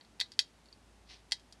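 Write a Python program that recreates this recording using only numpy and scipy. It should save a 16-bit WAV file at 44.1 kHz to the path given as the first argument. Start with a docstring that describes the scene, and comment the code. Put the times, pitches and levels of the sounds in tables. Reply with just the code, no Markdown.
"""Scissors cutting stiff plastic

Scissors snip a thin, stiff plastic sheet over a workbench in a small room, close to the microphone.
Each snap is a click through sheet resonances plus a noisy crack and blade ring, scattered by bench and room.
Faint snaps tick between the loud cuts; one brief blade slide is a swell of random catches.
Under it lie shaped room noise and a low, wavering hum."""
import sys
import numpy as np
from scipy import signal
from scipy.fft import rfft, irfft
from scipy.io import wavfile
from scipy.ndimage import uniform_filter1d

SR = 44100
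rng = np.random.default_rng(int(sys.argv[2]) if len(sys.argv) > 2 else 0)


def wrap_up_sound(samples):
    """Save the sound to the file named by the first command line argument, as 16-bit audio."""
    columns = np.atleast_2d(samples).T
    # keep every value between -1 and 1, then stretch to whole-number steps
    tamed = np.clip(columns, -1, 1)
    steps = np.round(tamed * 32767).astype(np.int16)
    wavfile.write(sys.argv[1], SR, steps)


N = 70560

# Room noise colour: freq_hz, relative_density_db
AIR_COLOUR = [(35, -23), (60, -14), (80, -5), (105, -5.5), (140, -11.5), (220, -6), (530, -14.5),
              (800, -13.5), (1200, -18), (4500, -24), (9200, -29.5), (11500, -35), (13400, -51),
              (16000, -59.5)]
# Hum level over time: time_s, rms_db
HUM_LEVEL = [(0, -82), (.1, -67.5), (.26, -71), (.33, -81), (.57, -69), (.78, -68.5), (.88, -64.5),
             (1.12, -63), (1.25, -68), (1.6, -68.5)]
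# Snaps, loud cuts to faint ticks: start_s, relative_level_db, bass_db, treble_db, lift_centre_hz, lift_db
SNAP_EVENTS = [(0.0108, -33.5, 19.5, -14.5, 4200, 11.5), (0.0487, -41.5, 6, -9, 4300, 6),
               (0.1972, -26, 16, -8, 3680, -10), (0.2013, -8, -2.5, 6.5, 3930, 8),
               (0.2112, -7.5, 9, -2.5, 3820, 7.5), (0.2117, -10, 2, -5, 3800, 5),
               (0.26, -38.5, -14.5, -12, 3700, 9), (0.319, -27, 6, 10.5, 4720, 6.5),
               (0.3370, -38.5, -6, -6, 5000, 8), (0.3915, 1.52, -0.5, 1.5, 4300, 1.5),
               (0.658, -42, -14, 6, 4600, 3), (0.6863, -40.5, -13, -6, 4300, 20),
               (0.7273, -31, -22, 3, 4520, 13), (1.3117, -30, 9, 11, 4380, -1),
               (1.3207, -3, 3, -0.5, 4900, 2), (1.3217, -11, 5.5, 1, 5300, 12),
               (1.3972, -40, 17, 10, 4600, -1), (1.5252, -30.5, -14, 8.5, 5230, 5)]
# Broad resonances of the sheet held between the blades: centre_hz, width_hz, relative_level_db
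SHEET_MODES = [(527, 262, -29.5), (901, 255, -18.5), (1665, 394, -12.5), (1978, 305, -7.5),
               (2605, 500, -7.5), (3263, 283, 2), (3685, 370, -1.5), (4504, 770, 2.5), (4780, 280, -1.5),
               (5500, 590, -5.5), (6440, 1100, -15), (7230, 220, -17), (8660, 970, -19.5)]
# Thin ring of the steel blades: pitch_hz, relative_level_db, t60_s
BLADE_MODES = [(1992, -23, .09), (3194, 1, 0.033), (3670, -10, 0.063), (3760, -9, .12), (3840, 0.5, 0.097),
               (4370, -24, .1), (4300, -7.5, .11), (4772, -8.5, 0.12), (4700, -10, .12), (5393, -13.5, .11),
               (7230, -9.5, .06)]
# Colour of the running fracture: freq_hz, relative_gain_db
CRACK_COLOUR = [(150, -35), (550, -4), (1200, -12.5), (4000, 3.5), (7000, 8.5), (10500, -1), (13000, -17.5),
                (16000, -20.5)]
# Colour of blade rubbing on blade: freq_hz, relative_density_db
SLIDE_COLOUR = [(530, -13.5), (900, -9.5), (1340, -20), (1920, -6), (2410, -7), (4290, -1.5), (5680, -8.5),
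                (7450, -24), (10300, -29), (12000, -47), (15600, -74), (22000, -120)]
# Swell of the blade slide: time_s, rms_db
SLIDE_SWELL = [(1.06, -82), (1.085, -67), (1.1, -54.5), (1.115, -53.5), (1.128, -56), (1.16, -59.5),
               (1.174, -65), (1.21, -77)]

AIR_RMS_DB = -64.5
HUM_HZ, HUM_WAVER_RATIO = 55, 0.0067
SNAP_DB, BLADE_DB = 3, -30
BASS_HZ, TREBLE_HZ, LIFT_OCTAVES = 2260, 6400, 0.19
CRACK_DB, CRACK_T60_S = -13, 0.017
BENCH_DB, BENCH_T60_S, BENCH_GAP_S = -1, 0.024, 0.0005  # early scatter off bench and hands
ROOM_DB, ROOM_T60_S, ROOM_GAP_S, ROOM_DAMP_HZ = -9, 0.084, 0.006, 14000
LATE_DB, LATE_T60_S = -22.5, 0.22
SLIDE_CATCHES_PER_S, SLIDE_SPREAD_DB = 1300, 3.5
TOP_HZ = 15700
RING_SAMPLES = 8192


def undb(db):
    """Decibels to gain."""
    return 10 ** (np.asarray(db) / 20)


def unit(x):
    """Scale to unit energy."""
    return x / np.sqrt(np.sum(x ** 2) + 1e-18)


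def add(out, x, start_s):
    """Mix x into out from start_s."""
    i = max(int(start_s * SR), 0)
    out[i:i + len(x)] += x[:max(N - i, 0)]


def frequencies_hz(samples):
    """FFT bin frequencies, raised 1 Hz to keep logs and ratios finite."""
    return np.fft.rfftfreq(samples, 1 / SR) + 1


def curve_gain(f_hz, points):
    """Gain from (Hz, dB) points, interpolated over log frequency."""
    hz, db = np.array(points).T
    return undb(np.interp(np.log(f_hz), np.log(hz), db))


def colour(x, points):
    """Filter by (Hz, dB) points; rms 1."""
    y = irfft(rfft(x) * curve_gain(frequencies_hz(N), points), N)
    return y / np.std(y)


def strike(gain):
    """Minimum-phase click with this gain per frequency, by folding the cepstrum."""
    cepstrum = irfft(np.log(gain + 1e-6))
    cepstrum[1:RING_SAMPLES // 2] *= 2
    cepstrum[RING_SAMPLES // 2 + 1:] = 0
    return irfft(np.exp(rfft(cepstrum)))


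def fade(t, t60_s):
    """Exponential decay, 60 dB in t60_s."""
    return np.exp(-np.log(1000) * t / t60_s)


def scatter(gap_s, t60_s):
    """Dense decaying reflections after a gap, spectrum evened to add little colour."""
    t = np.arange(RING_SAMPLES) / SR
    x = rng.standard_normal(RING_SAMPLES) * fade(t, t60_s) * (t >= gap_s)
    for _ in range(3):
        spectrum = rfft(x)
        local_power = uniform_filter1d(abs(spectrum) ** 2, size=48)
        x = irfft(spectrum / np.sqrt(local_power + 1e-12))
        x = x * (t >= gap_s) * (t < gap_s + 2 * t60_s)
    return unit(x)


def room_noise():
    """Faint steady noise, shaped by frequency."""
    return undb(AIR_RMS_DB) * colour(rng.standard_normal(N), AIR_COLOUR)


def hum():
    """Low sine whose pitch wavers at random and whose level drifts."""
    t = np.arange(N) / SR
    waver = np.interp(t, np.linspace(0, t[-1], num=16), rng.standard_normal(size=16))
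    phase = 2 * np.pi * np.cumsum(HUM_HZ * (1 + HUM_WAVER_RATIO * waver)) / SR
    level = undb(np.interp(t, *np.array(HUM_LEVEL).T))
    return np.sqrt(2) * np.sin(phase) * level


def sheet_spectrum():
    """Held sheet: broad resonances, summed in power, struck by a click."""
    f = frequencies_hz(RING_SAMPLES)
    power = 0
    for hz, width_hz, db in SHEET_MODES:
        detune = (f / hz - hz / f) * hz / width_hz
        power = power + undb(db) ** 2 / (1 + detune ** 2) ** 2
    return rfft(unit(strike(np.sqrt(power))))


def room_spectrum():
    """Small room: a short and a longer decay, treble damped."""
    short = undb(ROOM_DB) * scatter(ROOM_GAP_S, ROOM_T60_S)
    late = undb(LATE_DB) * scatter(ROOM_GAP_S, LATE_T60_S)
    return rfft(short + late) / (1 + 1j * frequencies_hz(RING_SAMPLES) / ROOM_DAMP_HZ)


def crack_spectrum():
    """Fracture running on through the plastic: a coloured burst of dense scatter."""
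    click = unit(strike(curve_gain(frequencies_hz(RING_SAMPLES), CRACK_COLOUR)))
    return rfft(click) * rfft(scatter(0, CRACK_T60_S))


def blade_ring(f, tone_db, lift_db):
    """Steel blades: decaying sines that follow the snap's tone, less half its lift."""
    t = np.arange(RING_SAMPLES) / SR
    ring = np.zeros(RING_SAMPLES)
    for hz, db, t60_s in BLADE_MODES:
        gain = undb(db + np.interp(hz, f, tone_db) - lift_db / 2)
        phase = rng.uniform(0, 2 * np.pi)
        ring += gain * fade(t, t60_s) * np.sin(2 * np.pi * hz * t + phase)
    return ring / np.sqrt(len(BLADE_MODES))


def snap(sheet, room, bass_db, treble_db, centre_hz, lift_db):
    """Sheet gives way: resonant click and crack through bench and room, plus direct blade ring."""
    f = frequencies_hz(RING_SAMPLES)
    bass = bass_db / (1 + (f / BASS_HZ) ** 4)
    treble = treble_db / (1 + (TREBLE_HZ / f) ** 6)
    lift = lift_db * np.exp(-(np.log2(f / centre_hz) / LIFT_OCTAVES) ** 2)
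    tone_db = bass + treble + lift
    body = sheet + undb(CRACK_DB) * crack_spectrum()
    click = unit(irfft(body * rfft(strike(undb(tone_db)))))
    bench = undb(BENCH_DB) * rfft(scatter(BENCH_GAP_S, BENCH_T60_S))
    spaced = unit(irfft(rfft(click) * (1 + bench + room)))
    return spaced + undb(BLADE_DB) * blade_ring(f, tone_db, lift_db)


def cuts():
    """Every snap at its moment, all from the same sheet in the same room."""
    sheet, room = sheet_spectrum(), room_spectrum()
    out = np.zeros(N)
    for start_s, level_db, *tone in SNAP_EVENTS:
        add(out, undb(SNAP_DB + level_db) * snap(sheet, room, *tone), start_s)
    return out


def slide():
    """Blade rubs on blade: random tiny catches, scattered, coloured and swelled."""
    t = np.arange(N) / SR
    hits = rng.random(N) < SLIDE_CATCHES_PER_S / SR
    sizes = undb(SLIDE_SPREAD_DB * rng.standard_normal(N))
    catches = hits * sizes * rng.choice([-1, 1], N)
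    rub = signal.fftconvolve(catches, scatter(0, BENCH_T60_S))[:N]
    time_s, rms_db = np.array(SLIDE_SWELL).T
    level = np.interp(t, time_s, undb(rms_db), left=0, right=0)
    return level * colour(rub, SLIDE_COLOUR)


def scene():
    """Room noise, hum, cuts and blade slide, in mono."""
    return (room_noise() + hum() + cuts() + slide())[None]


def record(dry):
    """The recorder cuts the top: steep elliptic low-pass."""
    low_pass = signal.ellip(8, 0.2, 70, TOP_HZ, fs=SR, output="sos")
    return signal.sosfilt(low_pass, dry)


dry = scene()
out = record(dry)
wrap_up_sound(out)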